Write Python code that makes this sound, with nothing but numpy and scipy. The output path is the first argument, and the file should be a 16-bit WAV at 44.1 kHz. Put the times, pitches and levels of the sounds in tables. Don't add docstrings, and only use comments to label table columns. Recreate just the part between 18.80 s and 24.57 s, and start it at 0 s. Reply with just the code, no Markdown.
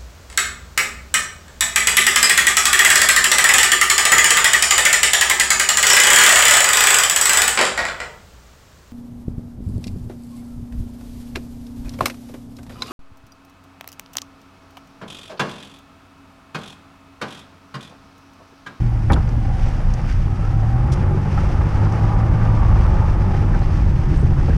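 import sys
import numpy as np
from scipy import signal
from scipy.fft import rfft, irfft
from scipy.io import wavfile

SR = 44100
rng = np.random.default_rng(int(sys.argv[2]) if len(sys.argv) > 2 else 0)


def generate_wav(sig):
    pcm = np.round(np.clip(np.atleast_2d(sig).T, -1, 1) * 32767).astype(np.int16)
    wavfile.write(sys.argv[1], SR, pcm)


N = 254456

# (time [s], speed [turns per s])
ENGINE_SPEED = [(0.0, 39.1), (0.14, 38.3), (0.29, 34.9), (0.48, 28.5), (1.0, 30), (1.48, 31.7),
                (1.86, 37.1), (2.2, 46.3), (2.39, 47.5), (2.96, 49.7), (3.42, 56), (3.7, 54.4), (4.0, 51.1),
                (4.45, 47.8), (5.0, 46.8), (5.77, 44.1)]
def crankshaft(cruise_hz=45):
    speed, = in_time(ENGINE_SPEED)
    return speed, np.cumsum(speed) / SR, np.log2(speed / cruise_hz)


# (pitch [Hz], level [dB])
HULL_RESPONSE = [(30, -15), (52, -31.5), (61, -43), (70, -57), (90, -27), (100, -21), (112, -19.5),
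                 (124, -20), (142, -27.5), (158, -33.5), (188, -31), (210, -39.5), (234, -33), (262, -48),
                 (295, -41), (345, -36.5), (378, -36.5), (405, -48), (480, -50)]
# (order, level [dB])
ENGINE_ORDERS = [(1, -3.5), (2, 2.5), (3, 1.5), (4, -3), (5, -12), (6, -5.5), (7, -7), (8, -4.5), (9, -15)]
def engine_hum(speed, turns, octaves, idle_hz=29, smooth_hz=42, throb_depth=0.3):
    out = np.zeros(N)
    idling = np.clip((smooth_hz - speed) / (smooth_hz - idle_hz), 0, 1)
    for order, order_db in ENGINE_ORDERS:
        flutter_db = 0.5 * drift(rate_hz=6) + 2.8 * idling * drift(rate_hz=18)
        waver = 0.2 * drift(rate_hz=27) + 0.5 * idling * drift(rate_hz=18)
        level_db = at_hz(HULL_RESPONSE, order * speed) + order_db + flutter_db
        phase = 2 * np.pi * (order * turns + rng.random()) + waver
        out += from_db(level_db) * np.sqrt(2) * np.sin(phase)
    throb = 1 + throb_depth * drift(rate_hz=45)
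    return from_db(-0.63 + 1.5 * octaves) * throb * out


# (time [s], centre pitch [Hz], level [dB])
LOW_DRONE = [(0.0, 770, -50), (0.45, 815, -52), (0.7, 773, -40.5), (1.0, 767, -48), (1.4, 802, -49.5),
             (1.87, 765, -38), (2.05, 814, -36), (2.4, 833, -42.5), (2.95, 837, -49), (3.12, 805, -39),
             (3.33, 800, -30), (3.48, 815, -41), (3.65, 816, -37), (3.8, 830, -47), (3.92, 770, -31),
             (4.04, 805, -42), (4.13, 850, -34.5), (4.26, 876, -34.5), (4.38, 892, -42), (4.5, 817, -34),
             (4.68, 830, -43), (5.0, 833, -48.5), (5.77, 775, -44)]
# (time [s], centre pitch [Hz], level [dB])
MIDDLE_WHINE = [(0.0, 940, -70), (2.9, 925, -54), (3.15, 955, -46), (3.32, 1000, -40), (3.5, 950, -47),
                (3.72, 927, -38), (3.95, 960, -52), (4.25, 1030, -48), (4.7, 1006, -53), (5.77, 1024, -71)]
# (time [s], centre pitch [Hz], level [dB])
HIGH_WHINE = [(0.0, 1320, -68), (1.45, 1245, -53), (1.63, 1320, -42), (1.85, 1290, -53),
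              (2.25, 1225, -42.5), (2.55, 1240, -52), (2.88, 1254, -45), (3.1, 1230, -50),
              (3.36, 1180, -37), (3.5, 1150, -43), (3.65, 1183, -39.5), (3.85, 1140, -37.5),
              (4.05, 1175, -42), (4.22, 1250, -40), (4.7, 1240, -50), (5.77, 1206, -57)]
def cover_drone(speed, turns, curve, width_hz, wobble, rough_db=1.5):
    centre_hz, db = in_time(curve)
    centre_order = centre_hz / speed
    tones = np.zeros(N)
    for order in range(int(centre_order.min()), int(centre_order.max()) + 2):
        off_centre = 2 * (order * speed - centre_hz) / width_hz
        phase = 2 * np.pi * (order * turns + rng.random()) + wobble * drift(rate_hz=14)
        tones += from_db(rough_db * drift(rate_hz=30)) * np.sin(phase) / (1 + off_centre ** 4)
    return from_db(db) * rms_one(tones)


# (pitch [Hz], relative level [dB])
EXHAUST_SPECTRUM = [(45, 1.5), (80, 4), (120, -0.5), (175, 1), (215, -5), (265, -10), (310, -8.5),
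                    (375, -12), (420, -24.5), (620, -34), (1000, -36.5)]
def exhaust(turns, octaves, pulse_depth=0.44):
    pulses = 1 + pulse_depth * np.cos(2 * np.pi * 3 * turns)
    gas = rng.standard_normal(N) * pulses * from_db(-1.5 * drift(rate_hz=6.2))
    return from_db(-24.5 + 10 * octaves) * colour(gas, EXHAUST_SPECTRUM)


# (time [s], level [dB])
ENGINE_LOAD = [(0.0, -41.5), (0.63, -38.5), (0.79, -38.5), (1.04, -38), (1.49, -41), (2.04, -35),
               (3.05, -32), (3.21, -32.5), (3.55, -32), (3.81, -32), (5.41, -37), (5.77, -37)]
# (pitch [Hz], relative level [dB])
CLATTER_SPECTRUM = [(300, -3.5), (520, 6.5), (620, 4), (690, 1.5), (810, 7), (1040, 0), (1270, 0),
                    (1600, -5), (2100, -11), (2800, -19), (4000, -34), (8000, -46)]
# (pitch [Hz], width [Hz], relative level [dB])
COVER_RESONANCES = [(770, 33, -17), (815, 30, -17), (917, 18, -14), (1004, 70, -13.5), (1118, 40, -10.5),
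                    (1177, 70, -20.5), (1350, 82, -18.5), (1767, 48, -17.5), (3560, 38, -29.5)]
def engine_clatter(turns, pulse_depth=0.042):
    load_db, = in_time(ENGINE_LOAD)
    pulses = 1 + pulse_depth * np.cos(2 * np.pi * 3 * turns)
    inner_air, outer_air = pulses * from_db(2 * drift(rate_hz=42)) * rng.standard_normal((2, N))
    taps = valve_taps(turns)
    shake = taps + inner_air / 2
    cover = sum(from_db(db) * rms_one(resonate(shake, hz, width)) for hz, width, db in COVER_RESONANCES)
    rush = colour(outer_air + from_db(-11) * taps, CLATTER_SPECTRUM)
    return from_db(load_db + 0.26) * rush + from_db(load_db - 7.5) * cut(cover, 3830, "low")


def valve_taps(turns, taps_per_turn=36, jitter_s=0.00006):
    chance = rng.standard_normal((int(turns[-1]) + 21, taps_per_turn))
    strength = signal.lfilter([1], [1, -0.85], chance, axis=0)[20:].ravel()
    due_turns = np.arange(int(turns[-1] * taps_per_turn)) / taps_per_turn
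    when = np.interp(due_turns, turns, np.arange(N)) + jitter_s * SR * rng.standard_normal(len(due_turns))
    samples = np.clip(when, 0, N - 1).astype(int)
    return rms_one(np.bincount(samples, strength[:len(samples)], N))


# (time [s], contact level [dB], brightness [Hz], boom level [dB])
FOOTFALLS = [(0.2985, -14.5, 2400, -42), (0.3024, -8.5, 1900, -25), (0.3112, -11.5, 900, -6.5),
             (0.342, -15, 300, -16.5), (0.3623, -17, 1400, -29), (0.862, -24.5, 760, -22),
             (1.19, -27, 600, -31), (2.576, -18, 1390, -20), (3.054, -21.5, 1700, -19),
             (4.607, -25, 900, -16), (4.745, -21, 1100, -20), (5.324, -20, 350, -14),
             (5.427, -15, 400, -14.5), (5.682, -14.5, 600, -8.5)]
# (pitch [Hz], relative level [dB], time to fade by 60 dB [s])
LID_RESONANCES = [(161.2, 5, 0.38), (251, -6, 0.27), (329, -2, 0.069), (376, -4.5, 0.053),
                  (547, -15, 0.082), (623, -6, 0.081), (806.5, -1, 0.086), (933, -1.5, 0.073),
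                  (968, -4.5, 0.089), (1226, 0, 0.028), (1353, 5, 0.044), (1810, -7.5, 0.036),
                  (2300, -7, 0.041), (3430, -21, 0.03)]
def footsteps(boom_hz=58, boom_fade_s=0.41, scatter_db=1.5):
    out, t = np.zeros(N), np.arange(SR // 2) / SR
    tap = 1.0 * (t == 0)
    sinking_hz = boom_hz * (1 + 0.58 * np.exp(-t / 0.027))
    boom = np.sin(2 * np.pi * np.cumsum(sinking_hz) / SR) * die_away(t, boom_fade_s)
    for s, contact_db, bright_hz, boom_db in FOOTFALLS:
        grit, panels, cavity = rng.standard_normal((3, len(t)))
        contact = cut(tap + 0.0315 * grit * np.exp(-t / 0.0098), bright_hz, "low")
        knock = np.zeros(len(t))
        for k, (hz, db, fade_s) in enumerate(LID_RESONANCES):
            strength = from_db(db + scatter_db * rng.standard_normal())
            knock += (-1) ** k * strength * ring(contact, hz, fade_s)
        thud_band_hz = [150, np.clip(bright_hz, 300, 1400)]
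        thud = rms_one(cut(panels, thud_band_hz, "band", order=3)) * np.exp(-t / 0.024)
        hollow = rms_one(cut(cavity, [150, 400], "band")) * np.exp(-t / 0.031)
        deck = from_db(-10) * knock + from_db(-9.5) * cut(thud, 2200, "low")
        hull = cut(boom + from_db(-12.5) * hollow, 1400, "low")
        add(out, s, from_db(contact_db) * deck + from_db(boom_db) * hull)
    return out


# (time [s], level [dB], starting pitch [Hz])
WAVE_SLAPS = [(0.575, -20, 286), (0.655, -19, 263), (1.632, -26, 436), (2.31, -19, 352),
              (2.345, -16.5, 375), (5.425, -29, 394)]
def wave_slaps(rise_s=0.0019, fade_s=0.062, glide_per_s=0.69):
    out, t = np.zeros(N), np.arange(SR // 4) / SR
    envelope = (1 - np.exp(-t / rise_s)) * die_away(t, fade_s)
    for s, db, hz in WAVE_SLAPS:
        phase = 2 * np.pi * hz * t * (1 + glide_per_s * t / 2)
        add(out, s, from_db(db) * envelope * np.sin(phase))
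    return out


# (pitch [Hz], relative level [dB])
WASH_SPECTRUM = [(700, -18.5), (1500, 18), (2500, 14), (4100, 3.5), (4900, 7.5), (6000, 5), (7000, -3.5),
                 (9000, -8.5), (10800, -22), (14000, -4)]
# (time of the crest [s], length [s], rise [dB])
WATER_SURGES = [(0.83, 0.21, 5.5), (1.28, 0.37, 3), (2.66, 0.37, 5), (3.1, 0.43, 3.5), (3.97, 0.58, 3),
                (4.88, 0.35, 2), (5.41, 0.11, 1), (5.69, 0.12, 2)]
def wash(octaves, bubbles_per_s=1500, spray_hz=7000, boat_lag_s=0.88):
    spray = colour(cut(rng.standard_normal(N), spray_hz, "high", order=4), WASH_SPECTRUM)
    sizes = from_db(3.5 * np.minimum(rng.exponential(1, N), 3)) * rng.choice([-1, 1], N)
    bursts = rng.random(N) < bubbles_per_s * from_db(3 * drift(rate_hz=12)) / SR
    slosh = from_db(1.5 * drift(rate_hz=12))
    hiss = slosh * colour(rng.standard_normal(N) + rms_one(sizes * bursts), WASH_SPECTRUM)
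    surge = from_db(swells(WATER_SURGES))
    boat_octaves = lagged(octaves, boat_lag_s)
    return from_db(-46.5 + 3.5 * boat_octaves) * (surge * hiss + (surge - 1) * from_db(-11) * spray)


# (time [s], ring level [dB], ring pitch [Hz], crack level [dB], rattle length [s])
GEAR_CLICKS = [(0.3204, -34, 9800, -19, 0.00085), (0.3308, -27, 3220, -24.5, 0.0032),
               (0.3384, -37, 3280, -24, 0.0015), (0.488, -46, 5000, -56, 0.0039),
               (0.888, -48, 7000, -58, 0.001), (1.137, -33, 5300, -45, 0.0016),
               (1.215, -45, 5200, -56, 0.001), (1.324, -39.5, 5000, -56, 0.002),
               (2.118, -49, 5000, -31.5, 0.022), (3.047, -42, 5450, -55, 0.001),
               (3.122, -38, 5350, -48, 0.001), (4.79, -53, 6400, -38, 0.002),
               (5.373, -46, 6060, -52, 0.003)]
def gear_clicks(ticks_per_s=1.4, tick_db=-56, tick_hz=5000):
    out = np.zeros(N)
    for s, ring_db, hz, crack_db, hold_s in GEAR_CLICKS:
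        add(out, s, snap(hz, hold_s, ring_db, crack_db))
    for when, size, pitch in rng.random((round(ticks_per_s * N / SR), 3)):
        tick = snap(tick_hz * 2 ** (pitch - 0.5), hold_s=0, ring_db=tick_db, crack_db=tick_db)
        add(out, when * (N - 1) / SR, (0.5 + size) * tick)
    return out


def snap(hz, hold_s, ring_db, crack_db, rise_s=0.001, fade_s=0.019):
    t = np.arange(SR // 8) / SR
    grit = rng.standard_normal(len(t))
    crack = cut(cut(grit, 1800, "high"), 5700, "low")
    envelope = (1 - np.exp(-t / rise_s)) * die_away(np.maximum(t - hold_s, 0), fade_s)
    return envelope * (from_db(ring_db) * focus(grit, hz, sharpness=2.8) + from_db(crack_db) * crack)


# (time of the crest [s], half length [s], level [dB], pitch [Hz])
RUBS = [(4.742, 0.03, -34, 1550), (4.828, 0.012, -52, 4200), (4.88, 0.1, -60, 4700),
        (5.396, 0.08, -59, 8200), (5.587, 0.02, -40, 1400), (5.663, 0.0078, -51, 4630),
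        (5.707, 0.016, -38.5, 1620), (5.734, 0.014, -37.5, 1720)]
def scuffs(slips_per_s=1800):
    out = np.zeros(N)
    for s, half_s, db, hz in RUBS:
        stroke = np.hanning(round(2 * half_s * SR))
        slips = rng.standard_normal(SR) * (rng.random(SR) < slips_per_s / SR)
        rub = focus(slips, hz, sharpness=4.5)[:len(stroke)]
        add(out, s - half_s, from_db(db) * stroke * rub)
    return out


# (pitch [Hz], relative level [dB])
WIND_SPECTRUM = [(16, -5), (26, 0), (55, -1), (75, -3), (100, -8), (135, -13), (200, -25), (300, -45)]
# (time of the crest [s], length [s], level change [dB])
WIND_GUSTS = [(1.42, 0.39, -1), (3.1, 0.44, 1.5), (4.0, 0.71, 5.5), (5.15, 0.73, 4), (5.65, 0.35, 3.5)]
def wind(growth_db_per_s=0.77):
    level_db = -21.5 + growth_db_per_s * np.arange(N) / SR + swells(WIND_GUSTS)
    return from_db(level_db) * colour(rng.standard_normal(N), WIND_SPECTRUM)


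def from_db(db):
    return 10 ** (np.asarray(db) / 20)


def rms_one(x):
    return x / np.sqrt(np.mean(x ** 2) + 1e-20)


def die_away(t, fade_s):
    return np.exp(-np.log(1000) * t / fade_s)


def in_time(rows):
    s, *columns = np.transpose(rows)
    return [np.interp(np.arange(N) / SR, s, column) for column in columns]


def at_hz(spectrum, hz):
    pitches, levels = np.transpose(spectrum)
    return np.interp(np.log(hz), np.log(pitches), levels)


def swells(rows):
    t = np.arange(N) / SR
    return sum(db * np.exp(-(2 * (t - s) / length_s) ** 2) for s, length_s, db in rows)


def drift(rate_hz, stride=40, settle=2000):
    r = np.exp(-2 * np.pi * rate_hz * stride / SR)
    chance = rng.standard_normal(N // stride + settle + 2)
    slow = signal.lfilter([1], [1, -2 * r, r * r], chance)[settle:]
    return np.interp(np.arange(N) / stride, np.arange(len(slow)), rms_one(slow))


def lagged(x, lag_s):
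    keep = np.exp(-1 / (lag_s * SR))
    return x[0] + signal.lfilter([1 - keep], [1, -keep], x - x[0])


def colour(x, spectrum):
    hz = np.maximum(np.arange(N // 2 + 1) * SR / N, 1)
    skirts = np.minimum(1, hz / spectrum[0][0]) ** 2 * np.minimum(1, spectrum[-1][0] / hz) ** 2
    return rms_one(irfft(rfft(x) * from_db(at_hz(spectrum, hz)) * skirts, N))


def resonate(x, hz, width_hz):
    r, w = np.exp(-np.pi * width_hz / SR), 2 * np.pi * hz / SR
    return signal.lfilter(np.array([1, 0, -1]) * (1 - r * r) / 2, [1, -2 * r * np.cos(w), r * r], x)


def focus(x, hz, sharpness):
    width_hz = hz / sharpness
    return rms_one(resonate(resonate(x, hz, width_hz), hz, width_hz))


def ring(x, hz, fade_s):
    r, w = die_away(1 / SR, fade_s), 2 * np.pi * hz / SR
    return signal.lfilter([0, np.sin(w)], [1, -2 * r * np.cos(w), r * r], x + 1e-18)


def cut(x, hz, kind, order=2):
    return signal.sosfilt(signal.butter(order, hz, kind, fs=SR, output="sos"), x)


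def add(out, s, sound):
    at = round(s * SR)
    out[at:at + len(sound)] += sound[:N - at]


def scene(bite_s=0.14, bite_takes_s=0.17):
    t = np.arange(N) / SR
    speed, turns, octaves = crankshaft()
    bite = from_db(-2 * np.clip(1 - (t - bite_s) / bite_takes_s, 0, 1))
    engine = engine_hum(speed, turns, octaves) + bite * exhaust(turns, octaves) + engine_clatter(turns)
    engine += cover_drone(speed, turns, LOW_DRONE, width_hz=95, wobble=0.95)
    engine += cover_drone(speed, turns, MIDDLE_WHINE, width_hz=95, wobble=0.95)
    engine += cover_drone(speed, turns, HIGH_WHINE, width_hz=130, wobble=1.0)
    air = wind()
    water = bite * wash(octaves) + wave_slaps()
    deck = footsteps() + gear_clicks() + scuffs()
    return (engine + water + deck + air)[None]


def record(dry, hiss_db=-59.5, housing_hz=11200, leak=0.18, top_hz=14900, edge_s=0.003):
    t = np.arange(N) / SR
    edge_fade = np.sin(np.pi / 2 * np.minimum(1, np.minimum(t, t[::-1]) / edge_s)) ** 2
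    sound = edge_fade * (dry + from_db(hiss_db) * rng.standard_normal(N))
    dulled = cut(sound, housing_hz, "low", order=12) + leak * cut(sound, housing_hz, "high", order=12)
    rounded = 0.95 * np.tanh(dulled / 0.95)
    return signal.sosfilt(signal.ellip(9, 0.2, 70, top_hz, fs=SR, output="sos"), rounded)


dry = scene()
out = record(dry)
generate_wav(out)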